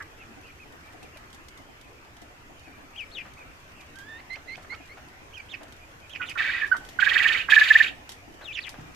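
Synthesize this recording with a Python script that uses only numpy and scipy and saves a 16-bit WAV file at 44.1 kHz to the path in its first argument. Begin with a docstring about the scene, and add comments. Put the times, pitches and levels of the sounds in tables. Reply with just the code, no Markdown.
"""Young chickens in a wood and wire cage, heard from close by against the outdoor air.
A short cluck and soft peeps come first, each the near-sine whistle of a syrinx membrane. Claws tick
on the mesh, feet bump the floor, and rising whines crack at the end. Then, among clucks, one bird
squawks three times: a rasping whistle that swings up and down and rings out clean where it drops
onto the throat resonance. Last come a few more peeps and a heavy step that sways the floor."""
import sys
import numpy as np
from scipy import signal
from scipy.fft import rfft, irfft, next_fast_len
from scipy.io import wavfile
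from scipy.ndimage import uniform_filter1d, minimum_filter1d

SR = 44100
rng = np.random.default_rng(int(sys.argv[2]) if len(sys.argv) > 2 else 0)


def output_pcm(signal):
    """Save a mono or channel-first signal as 16-bit PCM at the path in sys.argv[1].

    Samples are clipped to [-1, 1] before scaling.
    """
    pcm = np.clip(np.atleast_2d(signal).T, -1, 1) * 32767
    wavfile.write(sys.argv[1], SR, np.round(pcm).astype(np.int16))


N = 394694
TIME = np.arange(N) / SR
LOCK_S = .032  # length of one clean note within a squawk

# loud calls: first_crest_s, length_s, effort_db, sag_db, swell_db, trough_hz, crest_hz,
# pulsing_depth, throat_db, hiss_db, pan_db
SQUAWK_CALLS = [(6.386, 0.35, -26, 12, 1, 1760, 2343, 0, -0.5, -28.5, -4.5),
                (7.007, 0.49, -26.5, 0.5, 3.5, 1714, 3597, 0.68, 3, -22.5, -7),
                (7.509, 0.45, -21, 8.5, -0.2, 1815, 3900, 0.5, -0.5, -17, -5)]


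def gain_of(db):
    """Amplitude ratio of a level in decibels."""
    return 10 ** (np.asarray(db) / 20)


def unit_rms(x):
    """Normalisation to rms 1."""
    return x / np.sqrt(np.mean(x ** 2) + 1e-20)


def value_at(points, hz):
    """Interpolation on a log-frequency axis."""
    f, value = np.transpose(points)
    return np.interp(np.log(hz + 1), np.log(f + 1), value)


def add(mix, start_s, sound, pan_db=0):
    """Constant-power panning into the mix; pan_db is left level minus right."""
    sound = sound * unit_rms(gain_of([[pan_db / 2], [-pan_db / 2]]))
    part = mix[:, max(round(start_s * SR), 0):][:, :sound.shape[1]]
    part += sound[:, :part.shape[1]]


def colour(x, points):
    """Spectral shaping by rows of (frequency_hz, gain_db), at rms 1."""
    n = next_fast_len(x.shape[-1])
    response = gain_of(value_at(points, np.fft.rfftfreq(n, 1 / SR)))
    return unit_rms(irfft(rfft(x, n) * response, n)[..., :x.shape[-1]])


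def resonate(x, modes):
    """Parallel resonances with rows of (centre_hz, width_hz, gain_db), at rms 1."""
    n = next_fast_len(x.shape[-1])
    f = np.fft.rfftfreq(n, 1 / SR)
    response = sum(gain_of(db) / (1 + (2 * (f - hz) / width) ** 2) * np.minimum(f / hz, 1) ** 2
                   for hz, width, db in modes)
    return unit_rms(irfft(rfft(x, n) * response, n)[..., :x.shape[-1]])


def wander(count, hz):
    """Random modulation: noise low-passed near hz, at rms 1."""
    f = np.fft.rfftfreq(count, 1 / SR)
    return unit_rms(irfft(rfft(rng.standard_normal(count)) * np.exp(-(f / hz) ** 2), count))


def whistle(hz, rough, second_db=-17, third_db=-34, flutter_hz=750, jitter=.022):
    """Modulation sidebands: a slower, unsteady flutter tears the near-sine of a syrinx membrane."""
    n, rough = len(hz), np.clip(rough, 0, 1)
    flutter = 2 * np.pi * np.cumsum(flutter_hz * (1 + .22 * wander(n, 150))) / SR
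    phase = 2 * np.pi * np.cumsum(hz * (1 + jitter * wander(n, 150))) / SR
    phase += .8 * rough * wander(n, flutter_hz)
    tone = np.sin(phase) + gain_of(second_db) * np.sin(2 * phase) + gain_of(third_db) * np.sin(3 * phase)
    modulation = 1 + rough * (np.cos(flutter) + .6 * wander(n, 300))
    return unit_rms(tone * modulation / np.sqrt(1 + rough ** 2))


def air(boost_db=2):
    """Partly coherent noise: outdoor rumble and hiss in drifting patches, the lows alike at both ears."""
    spectrum = [(12, -40), (20, 3.5), (32, -15), (71, 3), (141, -6.5), (176, -10.5), (290, -6.5),
                (426, -9.5), (1390, -10), (2550, -12.5), (3860, -23.5), (6340, -24), (10400, -35),
                (13300, -32), (14500, -35)]  # background noise: frequency_hz, relative_density_db
    contour = [(0, -51), (1.3, -51), (2, -52.5), (3, -51), (5, -51), (6.1, -51), (7.2, -47), (8.2, -51),
               (8.95, -49.5)]  # its slow drift: time_s, relative_level_db
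    coherence = [(60, 0.77), (150, 0.93), (370, 0.78), (920, -0.21), (2300, -0.24), (5720, -0.12),
                 (14200, 0.2)]  # likeness of left and right: frequency_hz, correlation
    hz = np.fft.rfftfreq(2048, 1 / SR)
    a, b, c, d, patches = rng.standard_normal((5, len(hz), N // 512 + 5))
    patches = unit_rms(uniform_filter1d(uniform_filter1d(patches, size=12, axis=0), size=6, axis=1))
    depth_db = value_at([(100, .8), (300, 2.4), (3000, 2.4), (8000, 1.6)], hz)[:, None]
    same = np.clip(value_at(coherence, hz), -1, 1)[:, None]
    left = a + 1j * b
    spectra = np.array([left, same * left + np.sqrt(1 - same ** 2) * (c + 1j * d)])
    spectra *= gain_of(value_at(spectrum, hz)[:, None] + depth_db * patches)
    noise = unit_rms(signal.istft(spectra, nperseg=2048, noverlap=1536)[1][:, :N])
    return noise * gain_of(boost_db + np.interp(TIME, *np.transpose(contour)))


def clucks():
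    """Exponential decay: short notes, harsh or clean, start fast and die away as their pitch sinks."""
    calls = [(0., 0.042, 1720, -41.5, 0.9, -4), (4.717, 0.055, 1357, -49, 0.64, -3),
             (6.195, 0.074, 1473, -35, 0.22, -11), (6.209, 0.067, 2393, -40.5, 0.9, -6),
             (6.352, 0.0447, 1432, -37, 0.31, -12), (6.608, 0.09, 1740, -32, 0.16, -6.5),
             (6.712, 0.047, 1520, -19.5, 0.04, -12), (6.733, .06, 1414, -38.5, 0.6, -1),
             (6.987, 0.0279, 1510, -23, 0.09, -14), (7.481, 0.044, 1642, -32, 0.58, -7)]  # start_s, length_s, pitch_hz, relative_level_db, roughness, pan_db
    out = np.zeros((2, N))
    for start_s, length_s, pitch_hz, db, rough, pan_db in calls:
        u = np.linspace(0, 1, round(length_s * SR))
        voice = whistle(pitch_hz * (1.02 - .085 * u), rough, second_db=-35, third_db=-43, flutter_hz=473.4)
        envelope = gain_of(db + 14.5 - 26 * u) * signal.windows.tukey(len(u), .55)
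        add(out, start_s, envelope * voice, pan_db)
    return out


def shuffle(level_db=-60, per_s=7, decay_s=.027):
    """Random excitation: birds shifting their weight softly nudge two floor resonances."""
    nudges = (rng.random(N) < per_s / SR) * rng.uniform(.12, 1, N)
    envelope = signal.oaconvolve(nudges, np.exp(-np.arange(SR // 4) / SR / decay_s))[:N]
    force = envelope * rng.standard_normal((2, N))
    return gain_of(level_db) * resonate(force, [(275, 99, 3), (716, 240, -2.5)])


def peep(length_s, top_hz, rough, rest_hz, rise_s, tilt_db_per_khz, second_db):
    """Resonant gain: the pitch leaps, then slides toward the throat resonance, louder and rougher."""
    t = np.arange(0, length_s, 1 / SR)
    up, down = np.minimum(t / rise_s, 1), np.clip((t - rise_s) / (length_s - rise_s), 0, 1)
    slide = np.interp(down, [0, .1, .45, .65, 1], [0, .06, .68, .85, 1])
    hz = top_hz * (.62 + .38 * np.sin(up * np.pi / 2)) - (top_hz - rest_hz) * slide
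    swell_db = np.interp(t / length_s, [0, .3, .55, .85, 1], [-12, -3, -1, 0, -.5])
    swell_db += tilt_db_per_khz * np.maximum(hz / 1000 - 2.9, 0)
    breaking = np.interp(down, [.4, .7, 1], [.7, 2.6, 1.4])
    voice = whistle(hz, rough * breaking, second_db=second_db, third_db=-48, flutter_hz=480)
    shake_db = 2.5 * wander(len(t), 70)
    return gain_of(swell_db + shake_db) * signal.windows.tukey(len(t), .12) * voice


def peeps(far_per_s=2, far_db=-57.5):
    """Level differences between the ears place three birds; the back one adds faint random peeps."""
    calls = [(.169, 0.092, 2770, -53, .6, "back"), (.418, 0.096, 2740, -54.5, 0.4, "back"),
             (0.583, 0.06, 2690, -51, 0, "back"), (1.014, .055, 2740, -55, .05, "back"),
             (2.955, .09, 3340, -36.5, 0.08, "left"), (3.109, 0.12, 4420, -36.3, 0.25, "left"),
             (3.36, 0.078, 2580, -52, 0, "back"), (3.741, .1, 2780, -54.5, 0.42, "back"),
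             (5.324, 0.089, 3160, -42, 0.13, "right"), (5.483, 0.08, 3720, -40.5, 0.44, "right"),
             (6.092, .088, 3540, -40, .45, "right"), (6.244, 0.083, 3690, -40, 1, "right"),
             (8.415, 0.12, 4200, -38.5, 0.04, "left"), (8.518, .08, 3640, -34, 0.5, "right"),
             (8.6, 0.089, 4650, -36, 0.75, "left")]  # falling peeps: start_s, length_s, top_hz, level_db, roughness, bird
    voices = {"left": (2250, .018, -6.5, -26, 8), "right": (2260, .025, -4.5, -20, -8),
              "back": (2350, .028, -6, -28, -2)}  # by bird: rest_hz, rise_s, tilt_db_per_khz, overtone_db, pan_db
    out = np.zeros((2, N))
    for start_s, length_s, top_hz, db, rough, bird in calls:
        *voice, pan_db = voices[bird]
        add(out, start_s, gain_of(db) * peep(length_s, top_hz, rough, *voice), pan_db)
    *voice, pan_db = voices["back"]
    for start_s, pitch_ratio in rng.uniform([0, .9], [N / SR, 1.15], (round(far_per_s * N / SR), 2)):
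        add(out, start_s, gain_of(far_db) * peep(.075, 2550 * pitch_ratio, .13, *voice), pan_db)
    return out


def mesh(scratch_db=-67.5, scratches_per_s=26):
    """Impact excitation: claws and beaks tick on the wire, among tiny random scratches."""
    ticks = [(1.029, -50), (1.329, -48.5), (1.575, -50.5), (2.218, -51), (3.987, -46), (6.295, -39.5),
             (6.676, -48), (6.7674, -42.5), (6.85, -48), (6.889, -44.5), (8.0922, -37.5), (8.119, -42),
             (8.692, -39.5)]  # strikes: start_s, level_db
    wire = [(470, -41), (800, -3), (1450, -23.5), (2060, -3), (2690, -21), (2960, -2), (4370, -8),
            (5110, -7.5), (12200, -17), (14500, -25)]  # response of the mesh: frequency_hz, gain_db
    out, t = np.zeros((2, N)), np.arange(4000) / SR
    for start_s, db in ticks:
        decay = np.exp(-t / .0022) + .55 * np.exp(-t / .022)
        tick = colour(rng.standard_normal((2, len(t))), wire) * decay
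        add(out, start_s, gain_of(db) * tick, rng.normal(0, 1.2))
    onsets = rng.random(N) < scratches_per_s / SR
    sizes = onsets * gain_of(5.7 * np.minimum(rng.exponential(1, N), 3.5))
    scratches = signal.oaconvolve(sizes, np.exp(-t / .0044))[:N] * rng.standard_normal((2, N))
    return out + gain_of(scratch_db) * colour(scratches, wire)


def steps():
    """Damped modes: feet scuff and bump the framed floor."""
    footfalls = [(1.16, -46.5, 0.1), (3.25, -46, 0.23), (3.824, -60, 0.13), (4.365, -43, 0.11),
                 (4.575, -44, 0.21), (4.645, -44, 0.068), (4.971, -42.5, 0.15), (5.609, -48.5, 0.49),
                 (8.41, -41.5, 0.25), (8.741, -43, 0.16), (8.793, -40.5, 0.059)]  # start_s, level_db, t60_s
    floor_modes = [(136, 16, 1), (320, 100, -2.5), (650, 380, 1), (1440, 1800, -5.5)]  # centre_hz, width_hz, gain_db
    out, t = np.zeros((2, N)), np.arange(SR // 3) / SR
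    for start_s, db, t60 in footfalls:
        scuff = resonate(rng.standard_normal(len(t)) + .5 * rng.standard_normal((2, len(t))), floor_modes)
        add(out, start_s, gain_of(db - 60 * t / t60) * np.minimum(t / .0018, 1) * scuff)
    return out


def whines():
    """Register break: a held note creeps upward, then flips up and cracks."""
    calls = [(3.938, 0.14, 1606, -51, 0.01, -12), (4.059, .152, 1793, -47, 0.45, -5),
             (4.295, 0.069, 2067, -38.5, 0.58, -9.5), (4.471, 0.091, 2082, -41, 0.55, -10),
             (4.694, 0.061, 2143, -40, 0.74, -9), (4.887, 0.056, 2135, -52, 0.07, 1)]  # start_s, length_s, middle_hz, level_db, end_roughness, pan_db
    out = np.zeros((2, N))
    for start_s, length_s, middle_hz, db, rough, pan_db in calls:
        u = np.linspace(0, 1, round(length_s * SR))
        creep = np.interp(u, [0, .25, .6, 1], [.94, .99, 1.01, 1.07])
        crack = np.clip((u - .76) / .205, 0, 1)
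        hz = middle_hz * (creep + .21 * np.sqrt(abs(rough)) * crack)
        swell = gain_of(np.interp(u, [0, .17, .72, .86, 1], [-14, 3, 4, -5.5, 2.5]))
        voice = whistle(hz, .078 + 1.5 * rough * crack, second_db=-12.5, jitter=.015)
        add(out, start_s, gain_of(db) * swell * signal.windows.tukey(len(u), .1) * voice, pan_db)
    return out


def swing_time(crest_s, k, period_s=.0432, slowing_s=.00092):
    """Slowing frequency modulation: the time of swing k; whole k are crests, halves are troughs."""
    return crest_s + period_s * k + slowing_s * k ** 2 / 2


def effort(t, sag_db, swell_db, attack_s, release_s=.11):
    """Amplitude envelope of a squawk in dB: quick attack, a hold that swells and sags, release."""
    u = (t - t[0]) / (t[-1] - t[0])
    attack = np.maximum(1 - (t - t[0]) / attack_s, 0)
    release = np.maximum(1 - (t[-1] - t) / release_s, 0)
    return swell_db * np.sin(np.pi * u) ** 2 - sag_db * u - 24 * attack ** 2 - 33 * release ** 2.1


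def squawks(attack_s=.017, puff_hz=420, gape_db=-3):
    """Source and filter: a quavering whistle over ragged puffs of air that ring the throat and beak."""
    tract = [(400, -40), (900, -12), (1400, -1), (1750, 3), (2700, 2.5), (3700, -5), (4700, -6),
             (5500, -17), (9000, -24), (14000, -28)]  # how the throat passes the whistle: frequency_hz, gain_db
    throat_modes = [(744, 840, -12), (1598, 490, 9), (2320, 110, 6.5)]  # always ringing: centre_hz, width_hz, gain_db
    beak_modes = [(2470, 690, 9.5), (3530, 1100, 2.5), (4700, 540, -12.5)]  # ringing as the beak gapes: centre_hz, width_hz, gain_db
    beak_hiss = [(1500, -35), (3000, 10.5), (4500, 2.5), (5500, -12.5), (6300, -1.5), (7400, 1),
                 (8400, -15), (9500, -19), (10800, -8.5), (13000, -11), (15000, -44)]  # noise at the open beak: frequency_hz, relative_density_db
    out, k = np.zeros((2, N)), np.arange(-2, 14)
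    for (crest_s, length_s, db, sag_db, swell_db, trough_hz, crest_hz,
         depth, throat_db, hiss_db, pan_db) in SQUAWK_CALLS:
        t = crest_s - attack_s + np.arange(0, length_s, 1 / SR)
        n, turns = len(t), np.interp(t, swing_time(crest_s, k), k)
        # each swing drops from its crest, lingers low, then leaps back up
        swing = np.interp(turns % 1, [0, .1, .2, .35, .5, .7, .8, .9, 1],
                          [1, .85, .45, .12, 0, .1, .35, .88, 1])
        tired = np.clip((turns - 7) / 2, 0, 1)
        swing = swing * (1 - tired) + .62 * tired  # a long call settles on a high note
        gape = unit_rms(1 - np.clip(depth, 0, .94) * (1 - swing ** 2))
        scoop = 1 - .25 * np.exp(-(t - t[0]) / .015)  # the voice slides up into the call
        hz = (trough_hz + (crest_hz - trough_hz) * swing) * scoop
        rough = .36 + .64 * swing ** 2 + .15 * (1 - depth)  # the whistle tears as it climbs
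        voice = colour(whistle(hz, rough, second_db=-28, third_db=-40, flutter_hz=720, jitter=.045), tract)
        voice = unit_rms(voice * gain_of(2.2 * wander(n, 110) - swing))
        cycle = np.cumsum(puff_hz * (1 + .17 * wander(n, 200))) / SR % 1
        puffs = (.5 + np.exp(-cycle / .29)) * (rng.standard_normal(n) + rng.standard_normal((2, n)))
        throat = gain_of(throat_db) * resonate(puffs, throat_modes)
        beak = gain_of(gape_db) * gape * resonate(puffs, beak_modes)
        hiss = gain_of(hiss_db) * colour(puffs, beak_hiss) * unit_rms(1 + gape)
        envelope = gain_of(db + effort(t, sag_db, swell_db, attack_s)) * signal.windows.tukey(n, .03)
        add(out, t[0], envelope * (voice + .62 * unit_rms(throat + beak) + hiss), pan_db)
    return out * (1 - .14 * lock_gate())


def locked_troughs(pitch_ratio=.95, rise_per_swing=.0079):
    """Where frequency locking occurs: centre_s, pitch_hz, level_db, dip_depth, pan_db."""
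    locks = [
        [(5, -21, .3, -22)],
        [(0, -13.5, 0, -16), (1, -12.5, 0.1, -17), (3, -14.5, 0.4, -25), (5, -19.5, 0.2, -6)],
        [(0, 3, 1, -11), (1, 9.5, 1, -7), (2, -8.5, .3, 4), (4, -6.5, 0, -5), (5, -7, 0, 1),
         (6, -9, 0.12, -8.5)],
    ]  # clean swings, one list per squawk: swing_number, level_db, dip_depth, pan_db
    return [(swing_time(crest_s, k + .5), trough_hz * pitch_ratio * (1 + rise_per_swing * k), *note)
            for (crest_s, _, _, _, _, trough_hz, *_), rows in zip(SQUAWK_CALLS, locks)
            for k, *note in rows]


def lock_gate():
    """Gating: 1 while a clean note rings and the rasp gives way a little, else 0."""
    gates = (np.clip(1.5 - 3 * abs(TIME - centre_s) / LOCK_S, 0, 1) for centre_s, *_ in locked_troughs())
    return np.clip(sum(gates), 0, 1)


def clean_notes(dip_width=.39):
    """Frequency locking: low in a swing the membrane locks to the throat and rings loud and pure."""
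    out, u = np.zeros((2, N)), np.linspace(-1, 1, round(LOCK_S * SR))
    for centre_s, pitch_hz, db, dip, pan_db in locked_troughs():
        voice = whistle(pitch_hz * (1 + .092 * u ** 2), rough=.031, second_db=-50, third_db=-42)
        swell = np.abs(np.cos(u * np.pi / 2)) ** 3.5
        middle_dip = 1 - np.clip(dip, 0, 1) * np.exp(-(u / dip_width) ** 2)
        add(out, centre_s - LOCK_S / 2, gain_of(db) * swell * middle_dip * voice, pan_db)
    return out


def sway():
    """Damped low resonance: a heavy step sets the sprung mesh floor rumbling."""
    heavy_steps = [(8.785, 128, 90, -44, .6)]  # start_s, pitch_hz, width_hz, level_db, t60_s
    out, t = np.zeros((2, N)), np.arange(SR // 2) / SR
    for start_s, hz, width_hz, db, t60 in heavy_steps:
        rumble = resonate(rng.standard_normal(len(t)), [(hz, width_hz, 0)])
        add(out, start_s, gain_of(db - 60 * t / t60) * np.minimum(t / .0066, 1) * rumble)
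    return out


def early_reflections(x):
    """Comb filtering: echoes off floor, walls and roof colour each side and make glides throb."""
    delays_s = [(.0011, .0023, .0039, .0058, .0083), (.0016, .0029, .0044, .0064, .0077)]
    out = x.copy()
    for side, delays in enumerate(delays_s):
        for k, delay in enumerate(delays):
            out[side] += (-1) ** k * gain_of(-9 - 1.5 * k) * np.roll(x[side], round(delay * SR))
    return out


def cage_reverb(x):
    """Reverberation: dense weak echoes off the plank walls, different at each ear."""
    decay_times = [(200, 0.32), (1500, 0.32), (4000, 0.32), (12000, 0.15)]  # frequency_hz, t60_s
    taps = rng.choice([-1., 1.], (2, SR // 2)) * (rng.random((2, SR // 2)) < .06)
    taps[:, :SR // 300] = 0
    hz, t, spectra = signal.stft(taps, SR, nperseg=256)
    decay = gain_of(-60 * t / value_at(decay_times, hz)[:, None])
    tail = signal.istft(spectra * decay, SR, nperseg=256)[1]
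    return signal.fftconvolve(x, tail / np.linalg.norm(tail[0]), axes=1)[:, :N]


def scene(reverb_db=-16.5):
    """Superposition of the birds, their feet, the cage echoes and the air outside."""
    chicks = peeps()
    near = early_reflections(clucks() + squawks() + mesh() + chicks / 2)
    near = near + chicks / 2 + whines() + clean_notes() + steps() + sway()
    return near + gain_of(reverb_db) * cage_reverb(near) + shuffle() + air()


def record(dry, ceiling=.88, cutoff_hz=14450):
    """Peak limiting by a quick, smoothed gain, then a low-pass band limit."""
    safe_gain = np.minimum(ceiling / (abs(dry).max(0) + 1e-9), 1)
    held = dry * uniform_filter1d(minimum_filter1d(safe_gain, size=200), size=200)
    lowpass = signal.firwin(511, cutoff_hz, window=("kaiser", 9), fs=SR)
    return signal.oaconvolve(held, lowpass[None], "same")


dry = scene()
out = record(dry)
output_pcm(out)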